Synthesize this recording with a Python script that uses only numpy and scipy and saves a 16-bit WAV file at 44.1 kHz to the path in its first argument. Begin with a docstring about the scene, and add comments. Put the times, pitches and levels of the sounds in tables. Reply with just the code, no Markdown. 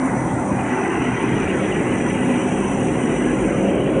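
"""Food extruder in a factory.

The machine runs steadily while the microphone moves from its rotary cutter down to the outlet chute.
Motors and gears hum and throb, and the steel resonates in a low roar. Blowers rush, dough grinds on
steel, and a motor drive whines with sidebands over a thin, fluttering hiss. Level curves set the
balance along the way: the air is brightest at the cutter, the roar hollower at the chute."""
import sys
import numpy as np
from scipy import signal
from scipy.fft import rfft, irfft
from scipy.io import wavfile
from scipy.ndimage import uniform_filter1d

SR = 44100
rng = np.random.default_rng(int(sys.argv[2]) if len(sys.argv) > 2 else 0)


def log_audio(samples):
    """Write samples as a 16-bit WAV file to the path given in sys.argv[1]."""
    # one column per channel
    frames = np.atleast_2d(samples).T
    # limit to full scale, then quantise
    limited = np.clip(frames, -1, 1)
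    pcm = np.round(limited * 32767).astype(np.int16)
    wavfile.write(sys.argv[1], SR, pcm)


N = 176400


def undb(db):
    """Amplitude ratio of a level in decibels."""
    return 10 ** (np.asarray(db) / 20)


def curve(rows):
    """Linear interpolation of (t/s, value) rows at every sample."""
    return np.interp(np.arange(N) / SR, *np.array(rows, float).T)


def walk(rate):
    """Low-passed Gaussian noise of unit variance, with about rate changes a second."""
    f = np.arange(N // 2 + 1) * SR / N
    y = irfft(rfft(rng.standard_normal(N)) * np.exp(-(f / rate) ** 2) * (f > 0), N)
    return y / y.std()


def noise(spectrum):
    """Spectral shaping: noise of rms 1, coloured by (f/Hz, level/dB) rows and falling off beyond them."""
    hz, db = np.array(spectrum, float).T
    f = np.maximum(np.arange(N // 2 + 1) * SR / N, 1)
    colour = undb(np.interp(np.log(f), np.log(np.sort(hz)), db))
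    skirts = np.minimum(f / hz[0], 1) ** 2 * np.minimum(hz[-1] / f, 1) ** 4
    y = irfft(rfft(rng.standard_normal(N)) * colour * skirts, N)
    return y / y.std()


def flutter(depth_db, rate):
    """Random amplitude modulation: a wavering gain of mean power 1."""
    gain = undb(depth_db * walk(rate))
    return gain / np.sqrt(np.mean(gain ** 2))


def sine(hz):
    """A tone of rms 1 whose phase is the integral of its frequency."""
    return np.sqrt(2) * np.sin(2 * np.pi * (np.cumsum(hz) / SR + rng.random()))


def lowpass(x, hz):
    """An elliptic filter attenuates steeply above the cutoff."""
    return signal.sosfilt(signal.ellip(12, .1, 85, hz, fs=SR, output="sos"), x)


def dapple(x, depth_db, spot_hz=110, spot_s=.07):
    """Standing waves between steel panels, modelled as random gains on narrow bands; the rms is 1."""
    f, t, z = signal.stft(x, SR, nperseg=1024)
    field = rng.standard_normal(z.shape)
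    for axis, span in enumerate([spot_hz / f[1], spot_s / t[1]]):
        field = uniform_filter1d(field, max(int(round(span)), 1), axis=axis)
    gain = undb(depth_db * field / field.std())
    gain = gain / np.sqrt(np.mean(abs(z) ** 2, axis=1) @ gain ** 2)  # even power from frame to frame
    y = signal.istft(z * gain, SR)[1][:N]
    return y / y.std()


def high_blip(at_s=2.935, width_s=0.013):
    """A Gaussian envelope shapes a brief, very faint blip of narrow-band noise near 10 kHz."""
    # blip spectrum (f/Hz, relative level/dB)
    band = [(9300, -30), (9900, 0), (10400, 2), (10750, -16), (11000, -30)]
    t = np.arange(N) / SR
    return noise(band) * undb(-57) * np.exp(-((t - at_s) / width_s) ** 2)


def flaring_band():
    """Amplitude modulation: a faint band of noise at 3-4 kHz flares briefly and irregularly."""
    # spectrum of the band (f/Hz, relative level/dB)
    band = [(2900, -6), (3250, 5), (3500, -5.5), (3900, -11.5), (4300, -36.5)]
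    # its flares (t/s, level/dB)
    level = [(.2, -68), (.3, -49), (.38, -67), (1.12, -63), (1.22, -53), (1.4, -49), (1.53, -54),
             (1.63, -43.5), (1.8, -56.5), (3.2, -53), (3.8, -66), (3.95, -56)]
    return noise(band) * undb(curve(level))


def hiss(shaft_hz=53.4, pulse_depth=0.076):
    """Amplitude modulation: a thin hiss pulses at the rate of a fast shaft."""
    # hiss spectrum (f/Hz, relative level/dB)
    band = [(4800, -42.5), (5300, -13), (5680, -3), (5850, 3.5), (6030, 3), (6200, 0), (7000, 1), (7700, 4),
            (8800, 4.5), (9050, 9), (9400, 8.5), (9900, -5.5)]
    # hiss along the path (t/s, relative level/dB)
    level = [(0, -43.5), (1.2, -46), (1.6, -44), (2.5, -42), (3.53, -43), (3.8, -48.5), (4, -48)]
    pulse = 1 + pulse_depth * sine(shaft_hz + 0.24 * walk(2)) / np.sqrt(2)
    air = dapple(noise(band), depth_db=2.5)
    return air * undb(curve(level) + 0.15) * pulse * flutter(depth_db=1.0, rate=78)


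def drive_whine(carrier_hz=5979, spacing_hz=48):
    """A carrier and evenly spaced sidebands fade independently inside a skirt of noise."""
    # partials, lowest sideband to highest (relative level/dB)
    partial_db = [-18, -0.5, -1, -1, -1, -5, -10.5]
    # rough skirt around the whine (f/Hz, relative level/dB)
    skirt = [(5600, -37), (5790, 3), (5950, 3), (6080, -4.5), (6200, -35.5)]
    # whine along the path (t/s, relative level/dB)
    level = [(0, -56), (.26, -49.5), (.4, -62), (.48, -52), (.67, -65), (.72, -49), (1.15, -48.5),
             (1.3, -52), (1.42, -46), (1.52, -60), (1.61, -49), (1.94, -54), (2.09, -45.5), (2.22, -59),
             (2.35, -49), (3.05, -49), (3.66, -52.5), (3.8, -59), (4, -61)]
    carrier = carrier_hz + 2.2 * walk(2.7)
    partials = sum(undb(db) * flutter(depth_db=4, rate=17) * sine(carrier + k * spacing_hz + walk(3.4))
                   for k, db in zip(range(-3, 4), partial_db))
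    return (partials + undb(-2) * noise(skirt)) * undb(curve(level) - 5)


def grind(count=1500, low_hz=1256, high_hz=2988, decay_s=.007, scatter_db=2.5):
    """Impact excitation: each dough grain rings the steel as a damped sinusoid of its own pitch."""
    # grinding along the path (t/s, level/dB)
    level = [(.55, -48), (.72, -39.5), (1.7, -35), (2.8, -42.5), (3.4, -38), (3.7, -40.5)]
    t = np.arange(int(6 * decay_s * SR)) / SR
    envelope = np.exp(-t / decay_s) * (1 - np.exp(-t / 0.00068))
    ticks = np.zeros(N + len(t))
    for (when, pitch), size in zip(rng.random((count, 2)), rng.standard_normal(count)):
        hz = low_hz * (high_hz / low_hz) ** pitch
        i = int(when * N)
        ticks[i:i + len(t)] += undb(scatter_db * min(size, 2)) * envelope * np.sin(2 * np.pi * hz * t)
    return ticks[:N] / ticks.std() * undb(curve(level))


def motors(wander=0.0018):
    """Periodic forces of shafts, gears and blades radiate wavering tones whose levels vary with place."""
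    # microphone at the cutter, over the chute and, after the sound ends, at its mouth (t/s)
    places = [0.8, 3.1, 6.8]
    # tones of the rotating parts (f/Hz)
    tones = [49.5, 160.5, 310, 383, 724, 885.5, 1096, 1461]
    # one row a tone (level/dB at the cutter, over the chute, at its mouth)
    levels = [(-47, -43, -35), (-44, -37, -44), (-45.5, -35, -41), (-40, -39, -47.5), (-47.5, -46.5, -46),
              (-42.5, -49, -66), (-51, -48.5, -51), (-51.5, -49.5, -54)]
    y = np.zeros(N)
    for hz, db in zip(tones, levels):
        gain = undb(curve(list(zip(places, db)))) * flutter(depth_db=3.5, rate=4.4)
        y += gain * sine(hz * (1 + wander * walk(4.5)))
    return y


def blowers():
    """Turbulence radiates broadband noise: a dull rush in the hall, brighter air at the cutter."""
    # spectra of rush, cutter air, jet and hall hiss (f/Hz, relative level/dB)
    rush_band = [(450, -12.5), (620, -3), (730, 3), (900, 1.5), (1050, 0), (1200, -6.5), (1600, -10),
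                 (2100, -15), (2600, -29), (3500, -61)]
    air_band = [(900, -22.5), (1250, -4), (1600, 0.5), (1850, -2), (1980, 7.5), (2120, -3), (2400, -1),
                (2700, -13), (3200, -44.5)]
    jet_band = [(1800, -11), (2250, -2), (2500, -1), (2900, -0.5), (3150, -5.5), (3300, -10.5), (3420, -25),
                (3800, -21), (4300, -33), (5000, -38)]
    hall_band = [(2000, 7), (3300, 4.5), (4000, 0), (4700, -4.5), (5400, 0), (6000, -7.5)]
    # the same noises along the path (t/s, relative level/dB)
    rush_level = [(0, -27.5), (0.5, -27.5), (0.8, -27), (1.3, -29.5), (1.7, -31.5), (2.8, -29.5),
                  (3.4, -32.5), (4, -32.5)]
    air_level = [(0, -36), (.5, -42), (.72, -30), (1.2, -32.5), (1.7, -33), (2.3, -35.5), (2.9, -43),
                 (3.12, -33.5), (3.48, -36), (3.7, -40), (4, -47)]
    jet_level = [(0, -54), (.55, -53), (.7, -42), (1.1, -36.5), (1.8, -40), (2.2, -35.5), (2.6, -37.5),
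                 (3.3, -40), (4, -36.5)]
    hall_level = [(0, -54), (1.7, -54), (2.4, -73), (3.5, -62), (4, -70)]
    rush = dapple(noise(rush_band), depth_db=3.0) * undb(curve(rush_level))
    air = dapple(noise(air_band), depth_db=5.0) * undb(curve(air_level) - 1)
    jet = dapple(noise(jet_band), depth_db=4.5) * undb(curve(jet_level) - 1.5)
    cutter_air = (air + jet) * flutter(depth_db=1.0, rate=54)
    hall = noise(hall_band) * undb(curve(hall_level))
    return rush + cutter_air + hall


def hums(throb_hz=126, gear_hz=196, blade_hz=539, panel_hz=2013, wander_hz=2.0):
    """Forced vibration: motor, gears, casing, blades and a panel hum, each swelling and sinking."""
    # pitch of the casing's drone (t/s, f/Hz)
    drone_pitch = [(0, 256), (1.6, 254.4), (1.85, 247.8), (4, 249.5)]
    # swells of each hum along the path (t/s, level/dB)
    throb = [(0, -38), (.1, -42), (.19, -23), (0.281, -45), (.35, -26.5), (.46, -40), (.57, -22.5),
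             (.75, -40.5), (.98, -43), (1.13, -25.5), (1.21, -44), (1.321, -24.5), (1.42, -40),
             (1.65, -37.5), (1.78, -33.5), (2.35, -39), (2.9, -31), (3.1, -38)]
    gear = [(0, -45), (.15, -28.5), (.35, -46), (.52, -27.5), (.7, -39), (1.25, -33.5), (2.6, -27.5),
            (3.1, -32.5), (3.7, -26.5), (4, -28)]
    drone = [(0, -32), (.06, -19.5), (.23, -45), (.32, -30), (.5, -33), (.62, -39), (.72, -21), (.8, -44),
             (.96, -44), (1.07, -21.5), (1.15, -33), (1.42, -33), (1.55, -25), (1.65, -36), (1.8, -33),
             (1.92, -24), (2.08, -36), (2.28, -26), (2.44, -23.5), (2.62, -30.5), (2.74, -23.5),
             (3.02, -32.5), (3.13, -23), (3.33, -26.5), (3.48, -37), (3.68, -30.5)]
    blade = [(0, -45), (1.35, -48), (1.55, -38.5), (2.85, -34), (3.12, -41), (3.55, -34), (4, -28)]
    panel = [(.5, -50), (.75, -43), (1.4, -47), (2.1, -42.5), (2.85, -53), (3.2, -42), (3.6, -53)]
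    voices = [(throb_hz, throb), (gear_hz, gear), (curve(drone_pitch), drone),
              (blade_hz, blade), (panel_hz, panel)]
    return sum(sine(hz + wander_hz * walk(4.8)) * flutter(depth_db=2.5, rate=12) * undb(curve(level))
               for hz, level in voices)


def machine_body():
    """Resonance: the frame booms, rumbles and roars, casing and housing ring, the chute sounds hollow."""
    # resonance bands of frame, steel casing, cutter housing and chute (f/Hz, relative level/dB)
    boom_band = [(22, -21), (33, -26.5), (42, -12), (50, 1.5), (60, -10), (80, -18), (120, -34.5)]
    rumble_band = [(40, -34), (55, -11.5), (70, -7.5), (90, -3.5), (130, -2.5), (165, 2.5), (200, -11.5),
                   (300, -39.5)]
    roar_band = [(130, -48), (175, -5), (200, 0.5), (222, -1), (255, -2), (310, -1.5), (400, -6),
                 (460, -12), (600, -36.5), (1000, -63)]
    casing_band = [(215, -28.5), (236, -5), (247, -2.5), (258, -0.5), (280, -4.5), (310, -5), (345, -36)]
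    housing_band = [(270, -18.5), (320, 0), (380, 4.5), (425, -1.5), (450, -0.5), (500, -18.5)]
    chute_band = [(330, -30.5), (450, 2.5), (520, 9), (610, 2.5), (700, -3), (900, -22)]
    # the same resonances along the path (t/s, relative level/dB)
    boom_level = [(0, -50), (1.3, -40), (2.8, -41), (3.7, -30.5)]
    rumble_level = [(0, -33), (.19, -28.5), (.42, -27.5), (.56, -28), (.74, -35), (.95, -31.5), (1.3, -28),
                    (1.62, -31), (1.8, -27.5), (3.35, -31.5), (4, -26)]
    roar_level = [(0, -26.5), (.5, -26), (.9, -27.5), (1.3, -25), (2.2, -24), (3, -24), (3.5, -22.5),
                  (4, -21)]
    casing_level = [(0, -25.5), (.45, -28.5), (.92, -33), (1.3, -26), (1.66, -34), (1.9, -28.5)]
    housing_level = [(.55, -39.5), (.8, -23.5), (.98, -24.5), (1.12, -32), (1.3, -22.5), (1.42, -29),
                     (1.8, -24.5), (2.4, -31), (3, -25.5)]
    chute_level = [(0.5, -28.5), (1.1, -40.5), (1.55, -26.5), (2.5, -31), (3.2, -28), (3.65, -20),
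                   (4, -20.5)]
    boom = noise(boom_band) * undb(curve(boom_level) - 8)
    rumble = noise(rumble_band) * undb(curve(rumble_level) - 0.5) * flutter(depth_db=1.5, rate=13)
    roar = noise(roar_band) * undb(curve(roar_level) - 0.5)
    casing = noise(casing_band) * undb(curve(casing_level))
    housing = noise(housing_band) * undb(curve(housing_level))
    chute = noise(chute_band) * undb(curve(chute_level) - 4)
    return boom + rumble + roar + casing + housing + chute


def scene():
    """Superposition of all sources at one point; only the faint blip reaches above the hiss."""
    mix = (motors() + hums() + drive_whine() + machine_body()
           + blowers() + flaring_band() + grind() + hiss())
    return (lowpass(mix, hz=9750) + high_blip())[None]


def record(dry):
    """Band limiting: a steep low-pass removes the highest treble."""
    return lowpass(dry, hz=10800)


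dry = scene()
out = record(dry)
log_audio(out)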